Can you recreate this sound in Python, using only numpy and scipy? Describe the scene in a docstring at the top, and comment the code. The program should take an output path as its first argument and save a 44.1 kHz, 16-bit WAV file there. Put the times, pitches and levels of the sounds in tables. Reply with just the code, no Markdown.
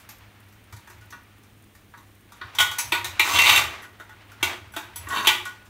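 """Plates in a wire dish rack

Ceramic plates are shifted in a wire rack inside a kitchen cabinet and one is pulled out, in a small hard-walled room.
Plates and wires are banks of dying sines with contact noise: they knock, chatter, chime, and drag under dense slips.
The cabinet thuds through modes of its own and booms as low noise; cloth and hands rustle and faint ticks fall as noise.
An appliance hums as two wavering sines over quiet shaped hiss; a tail of sparse taps gives the room."""
import sys
import numpy as np
from scipy import signal
from scipy.fft import rfft, irfft
from scipy.io import wavfile
from scipy.ndimage import uniform_filter1d

SR = 44100
rng = np.random.default_rng(int(sys.argv[2]) if len(sys.argv) > 2 else 0)


def master_out(mix):
    """Clip the mix to full scale and print it as 16-bit PCM to the path in sys.argv[1]."""
    frames = np.transpose(np.atleast_2d(mix))
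    ceiling = np.clip(frames, -1, 1)
    pcm = np.round(ceiling * 32767).astype(np.int16)
    wavfile.write(sys.argv[1], SR, pcm)


def amplitude_ratio(level_db):
    """Convert a level in decibels to the matching linear amplitude (field) ratio."""
    exponent = np.asarray(level_db, float) / 20
    return 10 ** exponent


N = 250929  # samples
EDGE_HZ = 15750  # top of the treble
T = np.arange(N) / SR  # seconds through the scene
RING_T = np.arange(SR // 2) / SR  # seconds through one ring

# Broad noise of ceramic and wire in contact. Each row: frequency in Hz, relative density in dB per Hz.
CRACK_SPECTRUM = [(600, -8.5), (1000, -1), (2000, 8), (3000, -9), (3800, -6.5), (4300, -5.5), (4900, -7),
                  (6200, -6), (7800, -11), (9000, -13.5), (10600, -17.5), (12500, -12.5), (14000, -17.5),
                  (15400, -13.5)]


def evened(x):
    """Scales a sound to rms 1 over its whole length."""
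    return x / np.sqrt(np.mean(x ** 2) + 1e-20)


def level(x, length):
    """Scales a sound to rms 1 over its first samples."""
    return x / np.sqrt(np.mean(x[:length] ** 2) + 1e-20)


def read(points, hz):
    """Reads a curve at any pitch, straight over log frequency."""
    f, value = np.transpose(points)
    return np.interp(np.log(hz + 1), np.log(f + 1), value)


def add(mix, s, sound):
    """Lays a sound into the mix from s seconds on."""
    part = mix[round(s * SR):][:len(sound)]
    part += sound[:len(part)]


def coloured(x, points):
    """Filters x by the spectrum of the points."""
    gain = amplitude_ratio(read(points, np.fft.rfftfreq(len(x), 1 / SR)))
    return irfft(rfft(x) * gain, len(x))


def band(x, lo_hz, hi_hz):
    """Passes one band."""
    return signal.sosfilt(signal.butter(2, [lo_hz, hi_hz], "band", fs=SR, output="sos"), x)


def rings(modes):
    """A body's resonances: the pitch of each mode, and one dying sine a row."""
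    hz, db, t60 = np.transpose(modes)[:, :, None]
    return hz[:, 0], amplitude_ratio(db - 60 * RING_T / t60) * np.sin(2 * np.pi * hz * RING_T)


def ring(body, pitches, free_db, width, scatter_db, damped_s):
    """Modes near the given pitches ring freely; the rest are scattered and damped by touching neighbours."""
    hz, modes = body
    near = np.minimum(sum(np.exp(-(np.log(hz / f) / width) ** 2) for f in pitches), 1)
    scatter = amplitude_ratio(scatter_db * (2.0 - near) * rng.standard_normal(len(hz)))
    weight = scatter * rng.choice([-1, 1], len(hz))
    free = (weight * near) @ modes
    touched = (weight * (1 - near)) @ modes
    return amplitude_ratio(free_db) * free + np.exp(-RING_T / damped_s) * touched


def contact(plate, wires, crack, tilt_db, length):
    """Ringing modes plus the broad noise of the contact, within and above the plate's range."""
    split_hz = 2100  # between the lower and upper plate modes
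    low = level(plate, length) + amplitude_ratio(-1.5) * level(crack, length)
    lower = level(band(low, 700, split_hz), length)
    upper = level(band(low, split_hz, 4550), length)
    high = amplitude_ratio(-9.0) * level(wires, length) + level(band(crack, 2860, EDGE_HZ), length)
    return level(lower + amplitude_ratio(tilt_db) * upper, length), level(high, length)


def background():
    """Room hiss as shaped noise, and an appliance hum as sines wavering slightly in level and phase."""
    # Colour of the hiss. Each row: frequency in Hz, relative density in dB per Hz.
    hush_spectrum = [(45, -4.5), (75, -3.5), (150, -12.5), (300, -10.5), (500, -18.5), (1000, -22),
                     (2200, -22), (3500, -26), (4900, -35), (6200, -33), (7800, -36.5), (9200, -30.5),
                     (10600, -38.5), (12500, -35), (15000, -31.5)]
    # Tones of the hum. Each row: frequency in Hz, level in dB before the lift below.
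    hum_tones = [(102.3, -58.5), (204.6, -70)]
    lift_db = 4.0
    out = amplitude_ratio(-55) * evened(coloured(rng.standard_normal(N), hush_spectrum))
    for hz, db in hum_tones:
        noise = rng.standard_normal((2, N))
        waver = evened(uniform_filter1d(uniform_filter1d(noise, 3000), 3000))
        phase = 2 * np.pi * hz * T + 0.68 * waver[1]
        out += amplitude_ratio(db + lift_db + 2.3 * waver[0]) * np.sin(phase)
    return out


def rustle():
    """Patchy noise of cloth and hands: a middle body, treble fizz, and a bright swish dying away at the start."""
    # How busily cloth and hands move. Each row: time in seconds, effort in dB.
    effort = [(0.0, -52.5), (0.26, -56), (0.55, -61), (0.78, -56), (1.12, -57), (1.43, -62.5), (1.65, -68),
              (2.15, -72.5), (2.45, -48), (3.78, -36), (3.92, -58), (4.1, -54.5), (4.38, -51.5), (4.5, -34),
              (4.65, -53), (5.04, -47), (5.5, -52), (5.69, -57.5)]
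    fizz_db, fizz_per_db = -21, -1.5  # fizz relative to effort at -55 dB, and its change per dB of effort
    swish_db, swish_t60_s = -55, 0.19
    db = np.interp(T, *np.transpose(effort))
    lumps = amplitude_ratio(2.2 * evened(uniform_filter1d(rng.standard_normal((2, N)), size=1300)))
    body = evened(band(rng.standard_normal(N), 640, 2810)) * amplitude_ratio(db - 2.5)
    fizz_gain = amplitude_ratio(db + fizz_db + fizz_per_db * (db + 55))
    swish_gain = amplitude_ratio(swish_db - 60 * T / swish_t60_s)
    treble = evened(band(rng.standard_normal(N), 3100, 22000)) * (fizz_gain + swish_gain)
    return lumps[0] * body + lumps[1] * treble


def ticks():
    """Faint dry ticks of wires settling: sparse uneven bursts of treble noise."""
    ticks_per_s, gain_db, decay_s = 14, -63, 0.005
    strength = amplitude_ratio(2.9 * np.minimum(rng.exponential(1, N), 3))
    blows = strength * (rng.random(N) < ticks_per_s / SR)
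    shape = signal.oaconvolve(blows, np.exp(-np.arange(SR // 20) / SR / decay_s))[:N]
    return amplitude_ratio(gain_db) * shape * evened(band(rng.standard_normal(N), 7500, 16400))


def boom():
    """Low panel resonance, as narrow noise, shaken whenever the rack is jolted."""
    # Jolts that shake the cabinet panels. Each row: start in seconds, level in dB, time held in seconds.
    jolt_rows = [(0.71, -44.5, 0.021), (0.93, -50, 0.039), (2.4, -48, 0.041), (2.59, -41, 0.05),
                 (2.84, -41.5, 0.04), (2.98, -47.5, 0.27), (3.3, -39, 0.32), (4.4, -47, 0.05),
                 (4.6, -52.5, 0.19), (4.98, -45.5, 0.11), (5.25, -46, 0.04)]
    rise_s, t60_s = 0.021, 0.47
    power = np.zeros(N)
    for s, db, held_s in jolt_rows:
        rise = np.clip((T - s) / rise_s, 0, 1)
        dying_s = np.maximum(T - s - rise_s - held_s, 0)
        power += (rise * amplitude_ratio(db - 60 * dying_s / t60_s)) ** 2
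    shake = band(band(band(rng.standard_normal(N), 72.0, 109), 65.0, 137), 55, 137)
    return np.sqrt(power) * evened(shake)


def thuds(cabinet):
    """Dull knocks passed to the cabinet boards, which ring most freely round one low pitch."""
    # Each row: start in seconds, level in dB before the trim below.
    thud_rows = [(0.725, -51), (0.899, -51), (1.123, -53), (2.413, -46), (2.599, -32.5), (2.923, -27),
                 (3.195, -31.5), (3.997, -45), (4.427, -26), (4.512, -42), (4.763, -31), (5.271, -25)]
    trim_db = -5.5
    out = np.zeros(N)
    rise = np.minimum(RING_T / 0.0038, 1)
    for s, db in thud_rows:
        thud = rise * ring(cabinet, [355], free_db=0, width=0.26, scatter_db=4.4, damped_s=0.14)
        add(out, s, amplitude_ratio(db + trim_db) * level(thud, length=600))
    return out


def touches(events, body, hold_s):
    """Light blows on a free body: its modes at random strengths, under the extra decay hold_s."""
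    hz, modes = body
    out = np.zeros(N)
    shape = np.minimum(RING_T / 0.0019, 1) * np.exp(-RING_T / hold_s)
    for s, db in events:
        weight = amplitude_ratio(1.5 * rng.standard_normal(len(hz))) * rng.choice([-1, 1], len(hz))
        add(out, s, amplitude_ratio(db) * level(weight @ modes * shape, length=600))
    return out


def chimes():
    """Touches on a plate that stands free and rings on."""
    # Each row: start in seconds, level in dB.
    chime_rows = [(1.012, -56.5), (1.13, -48), (2.603, -22), (2.93, -32), (3.84, -50.5), (5.3, -32.5),
                  (5.456, -35.5)]
    # Modes of the free plate. Each row: frequency in Hz, relative level in dB, t60 in seconds before the hold.
    free_modes = [(1094, -9, .35), (1465, 0, .45), (1907, -6, .3), (2359, -12, .3)]
    return touches(chime_rows, rings(free_modes), hold_s=0.41)


def tings():
    """Light touches that set a loose wire shelf singing."""
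    # Each row: start in seconds, level in dB.
    ting_rows = [(2.785, -30), (3.046, -63), (3.82, -54), (4.72, -55), (4.745, -56), (4.958, -37),
                 (5.087, -46), (5.454, -67)]
    # Modes of the shelf. Each row: frequency in Hz, relative level in dB, t60 in seconds before the hold.
    shelf_modes = [(5931, -8, .3), (7851, -6, .22), (9261, -7, .3), (10931, 0, .25), (12051, -9, .2),
                   (12661, -1, .25), (14451, -8, .22), (14841, -3, .12)]
    return touches(ting_rows, rings(shelf_modes), hold_s=0.082)


def rubbed(body, slips, spot, spots):
    """A body under a stream of slips: those at each spot excite their own mix of modes."""
    held = np.exp(-RING_T / 0.0092)  # a hand damps the ring
    out = np.zeros(len(slips))
    for k in range(spots):
        answer = held * ring(body, [1906, 2730, 3720, 4477, 6250], 9.1, 0.0087, 3.24, 0.024)
        out += signal.fftconvolve(slips * (spot == k), answer)[:len(slips)]
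    return out


def drag(rows, wires_db, plate, cabinet, wires, spots=5):
    """Dense uneven slips of a rim on the wires keep every body ringing; gives the start and the sound."""
    slips_per_s, clinks_per_s, clink_gain = 700, 54, 2.9  # clinks: now and then the rim catches harder
    s, pressure_db = np.transpose(rows)
    t = np.arange(s[0], s[-1], 1 / SR)
    db = np.interp(t, s, pressure_db)
    tilt_db = -2 + 1.3 * (db + 23)  # upper plate modes above lower: harder pressure is brighter
    cabinet_db = -14.5 - 0.52 * (db + 29)  # above plate
    high_db = wires_db + 0.22 * (db + 21)  # wires wake up under pressure
    strength = amplitude_ratio(2 * np.minimum(rng.exponential(1, len(t)), 4))
    slips = strength * (rng.random(len(t)) < slips_per_s / SR)
    slips += clink_gain * (rng.random(len(t)) < clinks_per_s / SR)
    spot = rng.integers(0, spots, len(t))
    plate_ring, cabinet_ring, wire_ring = [rubbed(body, slips, spot, spots) for body in (plate, cabinet, wires)]
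    grit = 1.1 + evened(uniform_filter1d(slips, size=150))
    crack = coloured(rng.standard_normal(len(t)), CRACK_SPECTRUM) * grit
    low, high = contact(plate_ring, wire_ring, crack, tilt_db, len(t))
    sound = low + amplitude_ratio(cabinet_db) * evened(cabinet_ring) + amplitude_ratio(high_db) * high
    return s[0], amplitude_ratio(db - 2.5) * sound * signal.windows.tukey(len(t), .1)


def drags(plate, cabinet, wires):
    """Two strokes of a rim along the rack."""
    # One list a stroke. Each row: time in seconds, pressure in dB.
    strokes = [
        [(3.22, -16), (3.25, -25.5), (3.322, -22), (3.38, -20), (3.436, -19.5), (3.476, -17), (3.582, -20),
         (3.69, -43), (3.8, -50.5), (3.9, -62)],
        [(5.03, -51), (5.1, -33.5), (5.126, -26.5), (5.172, -22), (5.24, -26), (5.272, -18)],
    ]
    # Wires above plate for each stroke at a pressure of -21 dB [dB].
    stroke_wires_db = [-3, -10]
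    out = np.zeros(N)
    for rows, wires_db in zip(strokes, stroke_wires_db):
        add(out, *drag(rows, wires_db, plate, cabinet, wires))
    return out


def crack_noise(pitches):
    """Contact noise: focused round the ringing pitches, buzzing in level as it fades, with a dry treble snap."""
    focus_db, focus_width = -7, 0.098  # width as a fraction of the pitch, to each side
    snap_db, snap_s = -8, 0.0047
    fade = np.exp(-RING_T / 0.021) + amplitude_ratio(-13.5) * np.exp(-RING_T / 0.061)
    buzz = amplitude_ratio(0.79 * evened(uniform_filter1d(rng.standard_normal(len(RING_T)), size=130)))
    hiss = evened(coloured(rng.standard_normal(len(RING_T)), CRACK_SPECTRUM))
    focus = sum(evened(band(hiss, f * (1 - focus_width), f * (1 + focus_width))) for f in pitches) / 2
    hiss = hiss + amplitude_ratio(focus_db) * focus
    snap = amplitude_ratio(snap_db) * evened(band(hiss, 7360, EDGE_HZ)) * np.exp(-RING_T / snap_s)
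    return hiss * fade * buzz + snap


def knocks(plate, wires):
    """Each knock is one blow and a noisy crack; neighbouring plates and wires buzz on after it."""
    # Each row: time in seconds, plate level in dB, the two pitches that ring most in Hz and Hz,
    # wires above plate in dB.
    knock_rows = [(0.091, -46, 1370, 12900, 3.5), (0.486, -67, 1291, 12400, 5),
                  (0.525, -59, 1240, 12600, 0), (0.726, -45.5, 930, 2200, -2), (0.765, -57, 1860, 4200, 6),
                  (0.874, -47, 2710, 3400, -6), (0.9, -50.5, 971, 2730, -0.5), (1.011, -63, 1440, 2581, 4),
                  (1.105, -54, 1850, 5830, 5.5), (1.126, -41.5, 1770, 2700, -13),
                  (1.435, -61.5, 1480, 2330, 1), (1.751, -55, 1811, 2211, -0.5),
                  (1.939, -45, 1970, 2170, -19), (1.976, -54, 1080, 4000, -1.5),
                  (2.321, -47, 2330, 3670, -4), (2.414, -34, 1125, 2410, -23),
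                  (2.551, -40.5, 930, 3440, 2.5), (2.587, -16.5, 1490, 3320, -6.5),
                  (2.603, -17.5, 1310, 3301, -2.5), (2.715, -34.5, 1420, 2290, -0.5),
                  (2.786, -32, 2450, 6100, 7.5), (2.922, -18.5, 1860, 2560, -8.5),
                  (2.95, -29, 933, 2500, -5.5), (3.045, -31.5, 1830, 3770, 2.5),
                  (3.196, -14, 2820, 3840, -7.5), (3.36, -20.5, 1880, 3400, -25),
                  (3.388, -14.5, 1990, 2731, -6.5), (3.46, -18, 1200, 3700, -12),
                  (3.496, -16.5, 1770, 3580, -4.5), (3.561, -19, 1810, 3590, -3.5),
                  (3.576, -21, 2020, 2390, -7), (3.829, -42, 1930, 2090, -7.5),
                  (4, -41.5, 1330, 2180, -10.5), (4.094, -46.5, 1480, 3440, -9),
                  (4.318, -47, 1410, 2370, -6.5), (4.409, -45, 2201, 2500, -11),
                  (4.429, -18.5, 1531, 2220, -5), (4.738, -41.5, 1511, 2380, -7),
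                  (4.765, -29, 1560, 2430, -6), (4.96, -43.5, 3380, 10500, 6), (5.087, -42, 2380, 7560, 2),
                  (5.104, -34, 1080, 1480, -10), (5.272, -12.5, 3080, 3430, -4.5),
                  (5.29, -18.5, 1171, 2030, -23), (5.454, -38.5, 1600, 2230, -0.5),
                  (5.657, -60, 1370, 3500, 1)]
    out = np.zeros(N)
    rise = np.minimum(RING_T / 0.0025, 1)  # the ring builds as waves cross the plate
    for s, db, low_hz, high_hz, wire_db in knock_rows:
        tilt_db = 2 + 0.49 * (db + 22.5)  # upper plate modes above lower: harder blows are brighter
        clank = rise * ring(plate, [low_hz, high_hz], free_db=8, width=.025, scatter_db=3, damped_s=.035)
        ting = rise * ring(wires, [high_hz], free_db=9, width=.02, scatter_db=4, damped_s=.03)
        crack = rise * crack_noise([low_hz, high_hz])
        low, high = contact(clank, ting, crack, tilt_db, length=440)
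        add(out, s - .002, amplitude_ratio(db) * (low + amplitude_ratio(wire_db) * high))
    return out


def kitchen(x):
    """Room echo: sparse taps of random sign, one in every 20 samples, each band dying at its own speed."""
    # Each row: frequency in Hz, t60 in seconds.
    room_decay = [(100, 0.76), (1000, 0.47), (4000, 0.35), (12000, 0.31)]
    taps = np.zeros(SR)
    at = np.arange(200, SR - 20, 20)
    taps[at + rng.integers(0, 20, len(at))] = rng.choice([-1., 1.], len(at))
    hz, t, z = signal.stft(taps, SR, nperseg=256)
    dying = amplitude_ratio(-60 * t / read(room_decay, hz)[:, None])
    tail = signal.istft(z * dying, SR, nperseg=256)[1]
    return signal.fftconvolve(x, tail / np.linalg.norm(tail))[:N]


def scene():
    """Rack sounds with their room, over boom, rustle, ticks and background."""
    # Modes of plates, cabinet boards and rack wires.
    # Each row: frequency in Hz, relative level in dB, t60 in seconds before any damping by touch.
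    plate_modes = [(868, -5.5, 0.24), (949, -3.5, 0.24), (1094, -5.5, 0.24), (1169, -2.5, 0.24),
                   (1241, -9.5, 0.24), (1411, -8.5, 0.24), (1465, -1.5, 0.3), (1530, -3.5, 0.24),
                   (1655, -5.5, 0.24), (1828, -2.5, 0.24), (1907, -0.5, 0.24), (2025, -3.5, 0.24),
                   (2201, -6.5, 0.15), (2296, -4.5, 0.15), (2359, -3.5, 0.3), (2477, -8.5, 0.15),
                   (2578, -6.5, 0.15), (2731, -2.5, 0.15), (2994, -10.5, 0.15), (3041, -5.5, 0.15),
                   (3096, -5.5, 0.15), (3282, -7.5, 0.15), (3361, -7.5, 0.15), (3414, -7.5, 0.15),
                   (3559, -10.5, 0.15), (3699, -7.5, 0.15), (3753, -6.5, 0.15), (4001, -16.5, 0.15),
                   (4259, -13.5, 0.15), (4478, -14.5, 0.15)]
    cabinet_modes = [(273, 1, 0.052), (309, -9.5, 0.18), (358, 1.5, 0.16), (447, -15, 0.19),
                     (616, -9.5, 0.099), (671, -2.5, 0.09)]
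    wire_modes = [(4862, -10.5, 0.2), (5191, -9.5, 0.2), (5551, -7.5, 0.2), (5745, -10.5, 0.2),
                  (5931, -7.5, 0.2), (6025, -0.5, 0.2), (6251, -2.5, 0.2), (6423, -7.5, 0.2),
                  (7177, -8.5, 0.2), (7355, -7.5, 0.2), (7501, -9.5, 0.2), (7851, -5.5, 0.2),
                  (8301, -10.5, 0.2), (8695, -13.5, 0.2), (9061, -10.5, 0.2), (9261, -2.5, 0.2),
                  (9701, -13.5, 0.2), (9901, -15.5, 0.2), (10931, -2.5, 0.2), (11541, -12.5, 0.2),
                  (12051, -11.5, 0.2), (12421, -7.5, 0.2), (12661, -0.5, 0.2), (13101, -14.5, 0.2),
                  (14451, -6.5, 0.2), (14841, -9.5, 0.2)]
    plate, cabinet, wires = rings(plate_modes), rings(cabinet_modes), rings(wire_modes)
    rack = thuds(cabinet) + chimes() + tings() + drags(plate, cabinet, wires) + knocks(plate, wires)
    echo = amplitude_ratio(-6.5) * kitchen(rack)
    return (rack + echo + boom() + rustle() + ticks() + background())[None]


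def top_cut(x):
    """Nothing passes above the cut-off."""
    return signal.sosfilt(signal.butter(12, 16990, fs=SR, output="sos"), x)


def record(dry):
    """Low cut and band limit of the recorder."""
    cut = signal.sosfilt(signal.butter(2, 45, "high", fs=SR, output="sos"), dry)
    lowpass = signal.firwin(401, EDGE_HZ, window=("kaiser", 6), fs=SR)
    limited = signal.oaconvolve(cut, lowpass[None], "same")
    return top_cut(limited)


dry = scene()
out = record(dry)
master_out(out)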